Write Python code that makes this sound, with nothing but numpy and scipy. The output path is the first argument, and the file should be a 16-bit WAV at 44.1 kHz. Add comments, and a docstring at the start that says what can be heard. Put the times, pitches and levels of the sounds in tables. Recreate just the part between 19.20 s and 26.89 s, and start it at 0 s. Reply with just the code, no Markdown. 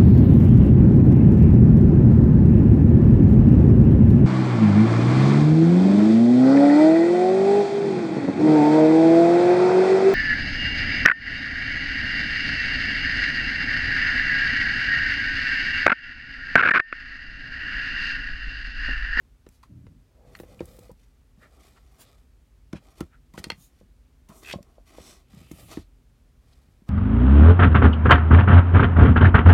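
"""Sneaker on a shoebox

Hands turn a leather sneaker over on a cardboard shoebox, close-miked in a quiet carpeted room.
The sole bumps the hollow box and catches on the lid, hard lace tips tap the card, skin and leather
rub and scuff, and the shifting grip rumbles softly over a low room hum."""
import sys
import numpy as np
from scipy import signal
from scipy.fft import rfft, irfft, next_fast_len
from scipy.io import wavfile

SR = 44100
rng = np.random.default_rng(int(sys.argv[2]) if len(sys.argv) > 2 else 0)


def file_out(sig):
    """Save sig as 16-bit WAV at sys.argv[1]."""
    # one column per channel
    cols = np.atleast_2d(sig).T
    # limit, then scale
    lim = np.clip(cols, -1, 1)
    pcm = np.round(lim * 32767).astype(np.int16)
    wavfile.write(sys.argv[1], SR, pcm)


N = 339173


def from_db(db):
    return 10 ** (np.asarray(db) / 20)


def rms_one(x):
    return x / np.sqrt(np.mean(x ** 2) + 1e-20)


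def peak_one(x):
    return x / (np.abs(x).max() + 1e-20)


def add(track, s, sound):
    """Lay a short sound into the track at s seconds."""
    at = max(0, round(s * SR))
    track[at:at + len(sound)] += sound[:max(0, N - at)]


def colour(x, spectrum):
    """EQ a steady sound to a curve, rolling off steeply past its ends; rms 1."""
    size = next_fast_len(N)
    hz = np.maximum(np.arange(size // 2 + 1) * SR / size, 1)
    points, db = np.transpose(spectrum)
    curve = from_db(np.interp(np.log(hz), np.log(points), db))
    rolloff = 1 / np.sqrt((1 + (points[0] / hz) ** 8) * (1 + (hz / points[-1]) ** 8))
    return rms_one(irfft(rfft(x, size) * rolloff * curve, size)[:N])


def drift(rate):
    """Random modulation, gliding to a new value `rate` times a second."""
    knots = rng.standard_normal(N // 20)
    return np.interp(np.arange(N) / SR * rate, np.arange(len(knots)), knots)


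def ring(x, hz, t60):
    """One resonant mode: a unit click rings a decaying sine of height 1."""
    r, w = from_db(-60 / (t60 * SR)), 2 * np.pi * hz / SR
    return signal.lfilter([0, np.sin(w)], [1, -2 * r * np.cos(w), r * r], x + 1e-18)


def band(x, hz, octaves):
    """A gentle band-pass reaching so many octaves to each side."""
    edges = [hz / 2 ** octaves, min(hz * 2 ** octaves, .45 * SR)]
    return signal.sosfilt(signal.butter(1, edges, "band", fs=SR, output="sos"), x + 1e-18)


def push(t, hz, swell):
    """A soft contact swells for `swell` cycles (at least 0.4) and dies away; peak 1."""
    age = t * hz / max(swell, .4)
    return peak_one(np.sin(2 * np.pi * hz * t) * age * np.exp(-age))


def among_fingers(x, strength=0.24, count=7):
    """Comb colour from unevenly spaced reflections off the hand and the shoe."""
    lags = (rng.uniform(.0002, .003, count) * SR).astype(int)
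    signs = rng.choice([-1, 1], count)
    return x + sum(sign * strength * np.pad(x, (lag, 0))[:len(x)] for lag, sign in zip(lags, signs))


def crack(t60, snap):
    """A first snap, then a dying burst of tiny fractures."""
    t = np.arange(SR // 10) / SR
    return np.r_[snap, rng.standard_normal(len(t) - 1)] * from_db(-60 * t / t60)


def tick(hz, octaves, t60):
    """Leather damps a tick at once, leaving only a broad colour; peak 1."""
    burst = among_fingers(crack(t60, snap=1))
    return peak_one(band(band(burst, hz, octaves), hz, 2 * octaves))


def stroke(times, attack_s=0.022, release_s=0.093, light_db=-8):
    """Hand pressure: takes hold at the earliest of three times, peaks at 1, lets go at the latest."""
    start, hardest, end = sorted(times)
    knots = [start - attack_s, start, hardest, end, end + release_s]
    light = from_db(light_db)
    return np.interp(np.arange(N) / SR, knots, [0, light, 1, light, 0])


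def lid(x, modes, direct_db):
    """Card rings in broad resonances, at least 65 Hz wide, over some of the direct contact."""
    out = from_db(direct_db) * x
    for hz, width, db in modes:
        r = np.exp(-np.pi * max(width, 65) / SR)
        gain = (1 - r * r) / 2
        poles = [1, -2 * r * np.cos(2 * np.pi * hz / SR), r * r]
        out = out + from_db(db) * signal.lfilter([gain, 0, -gain], poles, x + 1e-18)
    return out


# EQ curve of the room tone: f/Hz, level/dB
ROOM_TONE_EQ = [(21, -42), (36, -4), (54, -4), (70, -14), (139, -18.5), (194, -27), (263, -21.5),
                (292, -30.5), (396, -31.5), (730, -39.5), (2300, -44.5), (3380, -47), (16000, -54.5)]
# partials of the low hum: f/Hz, rms level/dB
HUM_PARTIALS = [(45.7, -65), (68, -64.5)]


def room_bed(tone_db=-56.8, waver_db=2.5, waver_radians=0.64):
    """Dark room tone with a low hum that wavers in level and phase."""
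    t = np.arange(N) / SR
    hum = np.zeros(N)
    for hz, db in HUM_PARTIALS:
        level = from_db(db + waver_db * drift(2.1))
        hum += level * rms_one(np.sin(2 * np.pi * hz * t + waver_radians * drift(3.3)))
    return from_db(tone_db) * colour(rng.standard_normal(N), ROOM_TONE_EQ) + hum


# modes of the box's air space and panels: f/Hz, level/dB, t60/s
BOX_MODES = [(121.8, -29.5, 0.094), (168.8, 6, 0.096), (216, 0, 0.11), (241, 3.5, 0.027), (346.5, 3, 0.063),
             (400, -29.5, 0.16), (561, 0.5, 0.03), (688, -6, 0.025), (1080, 5.5, 0.066)]
# sole hits on the box: t/s, peak level/dB, contact f/Hz, swell/cycles,
# then the relative layer levels: boom/dB, slap/dB, settle/dB
SOLE_BUMPS = [(0.267, -38, 377, 0.44, -13, -9, -10), (0.669, -43.5, 397, .33, -11, -2.5, -15),
              (1.201, -28.5, 445, 0.58, -2, -11.5, -17), (1.235, -32.5, 444, 0.36, -6, -18, -26),
              (1.407, -19, 432, 0.54, 0, -15.5, -19), (1.588, -40, 434, 0.96, 0, -13.5, -12),
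              (1.694, -39, 467, 1.15, 3, -29, -1), (2.176, -49, 210, 0.62, 9, -13, -15),
              (3.533, -21, 296, 0.44, 3, -14, -10.5), (3.809, -17.5, 317, 0.3, -1, -10, -24),
              (4.14, -39.5, 199, 0.39, -5, -28, -9), (4.179, -26.5, 400, .33, 0, -4.5, -10.5),
              (4.242, -35.5, 450, 0.56, 3, -20, -11), (4.268, -30.5, 272, .33, -5, -30, -24),
              (4.302, -29, 463, 0.57, -6, -7, -7), (4.378, -48, 166, 0.67, -7, -30, -29),
              (4.612, -41, 433, .33, 0.5, -33, -6), (5.092, -42, 188, 0.52, 21, -18, -3.5),
              (5.338, -20.5, 623, 0.65, 0.5, -18, -5), (5.386, -38.5, 603, 0.83, 13, -31, 0),
              (5.582, -41.5, 577, 0.64, -10, -31, -38), (5.784, -31.5, 524, 0.49, -12, -13, -11),
              (6.136, -40.5, 209, 0.77, -3, -13, -19), (6.17, -36, 153, 0.38, -7, -33, -23),
              (6.213, -40, 262, 0.35, 15, -22, -22), (6.314, -28, 280, .3, -6.5, -15, -14),
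              (6.573, -21, 300, 0.6, -6, -19.5, -22), (7.486, -50, 200, .35, -8, -20, -18),
              (7.62, -45, 191, .34, -21, -24, -22)]


def bumps(flutter_db=-17, flutter_t60=0.072, flutter_hz=330, thud_db=-17, thud_hz=76):
    """The sole slaps, pushes and settles; box booms, lid flutters; a low thud comes with each bump."""
    out, t = np.zeros(N), np.arange(SR // 3) / SR
    for s, db, hz, swell, boom_db, slap_db, settle_db in SOLE_BUMPS:
        contact = push(t, hz, swell)
        spot_db = rng.normal(0, 2.5, len(BOX_MODES))   # each spot on the box favours other modes
        boom = sum(from_db(mode_db + trim_db) * ring(contact, mode_hz, t60)
                   for (mode_hz, mode_db, t60), trim_db in zip(BOX_MODES, spot_db))
        flutter = band(band(rng.standard_normal(len(t)), flutter_hz, 1.47), flutter_hz, 1.47)
        flutter *= from_db(-60 * t / flutter_t60)
        thud = from_db(thud_db) * push(t, thud_hz, swell=1.3)
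        body = from_db(boom_db) * peak_one(boom) + from_db(flutter_db) * peak_one(flutter) + thud
        add(out, s, from_db(db) * peak_one(contact + body))
        # the leather slap leads the hit; the shoe settles just after it
        add(out, s - .002, from_db(db + slap_db) * tick(hz=1130, octaves=0.84, t60=0.023))
        add(out, s + .019, from_db(db + settle_db) * push(t, hz=180, swell=0.37))
    return out


# nail ticks and leather crackles: t/s, peak level/dB, centre f/Hz, half-width/octaves, t60/s
LEATHER_TICKS = [(0.289, -42.5, 6000, 2.4, 0.0074), (0.43, -51, 2500, 1.4, 0.1),
                 (1.1508, -34.5, 1380, 0.6, 0.0041), (1.1898, -41, 1990, 0.7, .012),
                 (1.1994, -45.5, 5000, 3, 0.086), (1.393, -41.5, 2320, 0.24, 0.015),
                 (1.4562, -34, 8800, 0.63, 0.0023), (1.567, -49.5, 6000, 1.4, 0.0078),
                 (1.591, -43, 6000, 0.92, 0.014), (1.715, -50, 9000, 1.1, 0.021),
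                 (3.529, -38, 1100, 1.7, 0.023), (3.8055, -34, 6100, 1.1, 0.033),
                 (4.138, -45.5, 1500, 2.1, .02), (5.088, -47, 2500, 2.3, 0.06),
                 (5.4282, -43.5, 4000, 1.4, .014), (6.3148, -39.5, 7000, 0.73, 0.036)]


def ticks():
    """Nails tick on the shoe and its leather crackles as it bends."""
    out = np.zeros(N)
    for s, db, hz, octaves, t60 in LEATHER_TICKS:
        add(out, s, from_db(db) * tick(hz, octaves, t60))
    return out


def grains(count, spread_db):
    """Friction texture: countless tiny catches of very uneven size."""
    return rng.standard_normal(count) * from_db(spread_db * np.clip(rng.standard_normal(count), -2, 2))


# short scuffs and swishes of fingers, hand and shoe:
# crest t/s, crest rms level/dB, half-length/s, centre f/Hz, half-width/octaves
HANDLING_SCUFFS = [(0.345, -69.5, 0.031, 3700, 1.9), (0.437, -47.5, 0.0042, 1060, 0.33),
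                   (1.079, -60, .09, 480, 0.49), (1.2, -61, 0.027, 12000, 0.36),
                   (1.316, -56.5, 0.036, 510, 0.33), (1.53, -65, 0.1, 12000, 1.7),
                   (1.538, -59, 0.097, 500, .15), (1.708, -55.5, 0.0053, 950, 0.29),
                   (2.241, -56, .02, 1650, 0.43), (2.575, -59, 0.0097, 1160, 1.1),
                   (2.815, -51, .015, 6800, 7.2), (2.876, -68, .027, 3700, 0.24),
                   (3.543, -47.5, 0.0077, 546, 0.15), (3.567, -52, 0.013, 1160, 1.6),
                   (3.942, -62, 0.018, 1460, 0.46), (4.151, -52, 0.0046, 1010, 0.15),
                   (4.19, -46, 0.0091, 2880, 1.9), (4.43, -58, 0.033, 7100, 1.3),
                   (5.111, -54.5, 0.013, 1020, 0.23), (5.181, -59, 0.036, 7750, 0.84),
                   (5.329, -34, 0.0036, 2830, 0.81), (5.88, -54, 0.054, 5300, 0.75),
                   (6.35, -66, 0.15, 2786, 0.24), (6.427, -60, 0.091, 10100, .58),
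                   (6.537, -55, 0.042, 3020, 1.2), (6.613, -66, 0.02, 4130, .3),
                   (7.332, -64.5, 0.0051, 4161, 0.41)]


def scuffs():
    """Fingers, hand and shoe scuff and swish in bell-shaped swells of friction grains."""
    out, t = np.zeros(N), np.arange(-SR // 3, SR // 3) / SR
    for s, db, half_length, hz, octaves in HANDLING_SCUFFS:
        grit = among_fingers(grains(len(t), spread_db=2.5))
        friction = rms_one(band(band(grit, hz, octaves), hz, octaves))
        swell = np.exp(-.5 * (t / half_length) ** 2)
        add(out, s + t[0], from_db(db) * friction * swell)
    return out


# EQ curve of the grip's rumble: f/Hz, level/dB
JUDDER_EQ = [(35, -20), (60, -1.5), (119, 0.5), (236, -10), (270, -7), (382, -28), (485, -47), (600, -28),
             (780, -51), (1320, -120)]
# shifts of the grip: three stroke points t/s (in any order), level/dB
GRIP_MOVES = [(0.507, 0.497, 0.75, -45.5), (1.03, 1.352, 1.7, -54.5), (6.11, 6.17, 6.24, -51.5),
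              (6.323, 6.46, 6.6, -51.5)]


def grip():
    """The shifting grip judders: uneven bass noise that rides the hand's pressure."""
    uneven = from_db(1.5 * drift(60))
    pressure = sum(from_db(db) * stroke(times) for *times, db in GRIP_MOVES)
    return pressure * colour(rng.standard_normal(N) * uneven, JUDDER_EQ)


# EQ curves of the skin's hiss and the shoe's hollow body: f/Hz, level/dB
HISS_EQ = [(880, -63), (1500, -3), (2020, -0.5), (3000, -3), (4920, -6.5), (6000, -3.5), (6500, -8),
           (8740, -8), (11300, -12), (13300, -10), (16000, -21.5)]
BODY_EQ = [(160, 8), (280, 8.5), (499, 8.5), (538, 13), (841, 2.5), (1340, 4.5), (1690, -37), (2020, -15),
           (2600, -21), (3380, -130), (5720, -120)]
# skin strokes on leather: three stroke points t/s (in any order), hiss level/dB, body level/dB
SKIN_STROKES = [(1.173, 1.18, 1.06, -66, -68), (1.245, 1.32, 1.376, -64.5, -63),
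                (1.393, 1.51, 1.59, -64, -63.5), (1.623, 1.665, 1.63, -62, -58.5),
                (1.781, 1.874, 1.836, -71.5, -93), (2.195, 2.22, 2.296, -67, -61.5),
                (2.333, 2.466, 2.567, -63, -63.5), (2.636, 2.84, 2.993, -67.5, -65.5),
                (3.614, 3.7, 3.76, -68, -61), (3.772, 3.803, 3.81, -60, -57.5),
                (4.147, 4.154, 4.176, -58, -55.5), (4.22, 4.26, 4.36, -63.5, -62),
                (4.473, 4.61, 4.62, -74.5, -79), (5.097, 5.1, 5.21, -64.5, -56),
                (5.234, 5.317, 5.32, -51, -53), (5.41, 5.45, 5.61, -77, -67),
                (5.672, 5.879, 5.96, -57.5, -56), (6.099, 6.194, 6.29, -62, -64.5),
                (6.347, 6.397, 6.45, -59, -59.5), (6.501, 6.519, 6.55, -48.5, -47),
                (7.22, 7.297, 7.53, -72.5, -72.5), (7.68, 7.682, 7.76, -63, -56)]


def rubbing(catch_db=3.0, catches_per_s=200, crackles_per_s=110, crackle_size=9):
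    """Skin catches and crackles on leather: a fine hiss on top, the hollow of the shoe below."""
    hiss_gain, body_gain = np.zeros(N), np.zeros(N)
    for *times, hiss_db, body_db in SKIN_STROKES:
        pressure = stroke(times)
        hiss_gain += from_db(hiss_db) * pressure
        body_gain += from_db(body_db) * pressure
    crackles = (rng.random(N) < crackles_per_s / SR) * crackle_size * rng.standard_normal(N)
    friction = rng.standard_normal(N) * from_db(catch_db * drift(catches_per_s)) + crackles
    hollow = rng.standard_normal(N) * from_db(catch_db * drift(catches_per_s / 2))
    rub = hiss_gain * colour(friction, HISS_EQ) + body_gain * colour(hollow, BODY_EQ)
    turn = np.pi / 4 * (1 + np.tanh(drift(7)))   # crossfade two colours as the hand turns between poses
    return np.cos(turn) ** 2 * among_fingers(rub) + np.sin(turn) ** 2 * among_fingers(rub)


# resonances of the lid's stiff card: f/Hz, width/Hz, level/dB
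LID_MODES = [(914, 61, 6), (1170, 290, -1), (1530, 140, -2), (1930, 250, -0.5), (2040, 240, 0.5),
             (2190, 180, -8), (2730, 64, -8.5), (3210, 124, -2.5), (3600, 52, -13), (4257, 180, 0.5),
             (4360, 86, -20), (5000, 100, -29), (6300, 300, -24), (8370, 390, -11)]
# lace tips on the lid: t/s, peak level/dB, centre f/Hz, crack t60/s
LACE_TAPS = [(1.1526, -32, 1950, 0.0069), (4.2415, -22.5, 4170, 0.018), (4.302, -15.5, 2500, 0.009),
             (4.3195, -26, 3120, 0.0049)]


def lace_taps():
    """A hard lace tip lands with a snap and rings the lid."""
    out = np.zeros(N)
    for s, db, hz, t60 in LACE_TAPS:
        card = lid(crack(t60, snap=2.74), LID_MODES, direct_db=-18)
        add(out, s, from_db(db) * peak_one(band(card, hz, octaves=0.65)))
    return out


# thin, high whistles: crest t/s, peak level/dB, top f/Hz
WHISTLE_ARCHES = [(2.62, -81, 13350), (2.74, -77, 13900), (2.91, -88, 13500), (3.005, -80, 13150)]


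def whistles(half_length_s=.02, sag_hz=110):
    """Each faint whistle arches up in pitch and level, then sinks away."""
    out, t = np.zeros(N), np.arange(-SR // 12, SR // 12) / SR
    off_crest = (t / half_length_s) ** 2
    for s, db, top_hz in WHISTLE_ARCHES:
        phase = 2 * np.pi * np.cumsum(top_hz - sag_hz * off_crest) / SR
        add(out, s + t[0], from_db(db) * np.exp(-.5 * off_crest) * np.sin(phase))
    return out


# resonances of the lid under the slipping sole: f/Hz, width/Hz, level/dB
RASP_MODES = [(1830, 56, -5), (2060, 160, -5.5), (2570, 62, 8), (2610, 61, -9), (3200, 60, -1),
              (3600, 65, -15), (4150, 68, -30), (5470, 59, -28)]


def slips(start_s=5.25, gap_s=.0125, jitter_s=0.00063, count=6):
    """Stick-slip: pushed over the lid, the sole catches in a quick run, each harder and shorter."""
    out, t = np.zeros(N), np.arange(-SR // 50, SR // 20) / SR
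    times = start_s + gap_s * np.arange(count) + jitter_s * rng.standard_normal(count)
    levels_db = np.linspace(-45, -34, count)
    half_lengths_s = np.linspace(0.0033, 0.0031, count)
    for s, db, half_length in zip(times, levels_db, half_lengths_s):
        press = np.exp(-.5 * (t / half_length) ** 2)
        card = lid(grains(len(t), spread_db=4.0) * press, RASP_MODES, direct_db=-15.5)
        rasp = rms_one(band(card, hz=1730, octaves=0.93))
        add(out, s + t[0], from_db(db) * rasp * np.sqrt(np.mean(press ** 2)))
    return out


def room(x, wet_db, t60, wall_hz):
    """The furnished room adds a short, dull tail after a 5 ms pre-delay."""
    t = np.arange(SR // 2) / SR
    tail = rng.standard_normal(len(t)) * from_db(-60 * t / t60) * (t > .005)
    tail = signal.sosfilt(signal.butter(1, wall_hz, fs=SR, output="sos"), tail)
    return x + from_db(wet_db) * signal.fftconvolve(x, tail / np.sqrt(np.sum(tail ** 2)))[:N]


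def scene():
    """Mono mix: close handling with a touch of room, over the bed."""
    handling = bumps() + lace_taps() + ticks() + slips() + scuffs() + rubbing() + grip() + whistles()
    return (room(handling, wet_db=-16.5, t60=0.1, wall_hz=5500) + room_bed())[None]


def record(dry):
    """The microphone drops the sub-bass below 37 Hz; a steep high cut sits at 15.9 kHz."""
    thinned = signal.sosfilt(signal.butter(6, 37, "high", fs=SR, output="sos"), dry)
    return signal.sosfilt(signal.ellip(10, .2, 70, 15900, fs=SR, output="sos"), thinned)


dry = scene()
out = record(dry)
file_out(out)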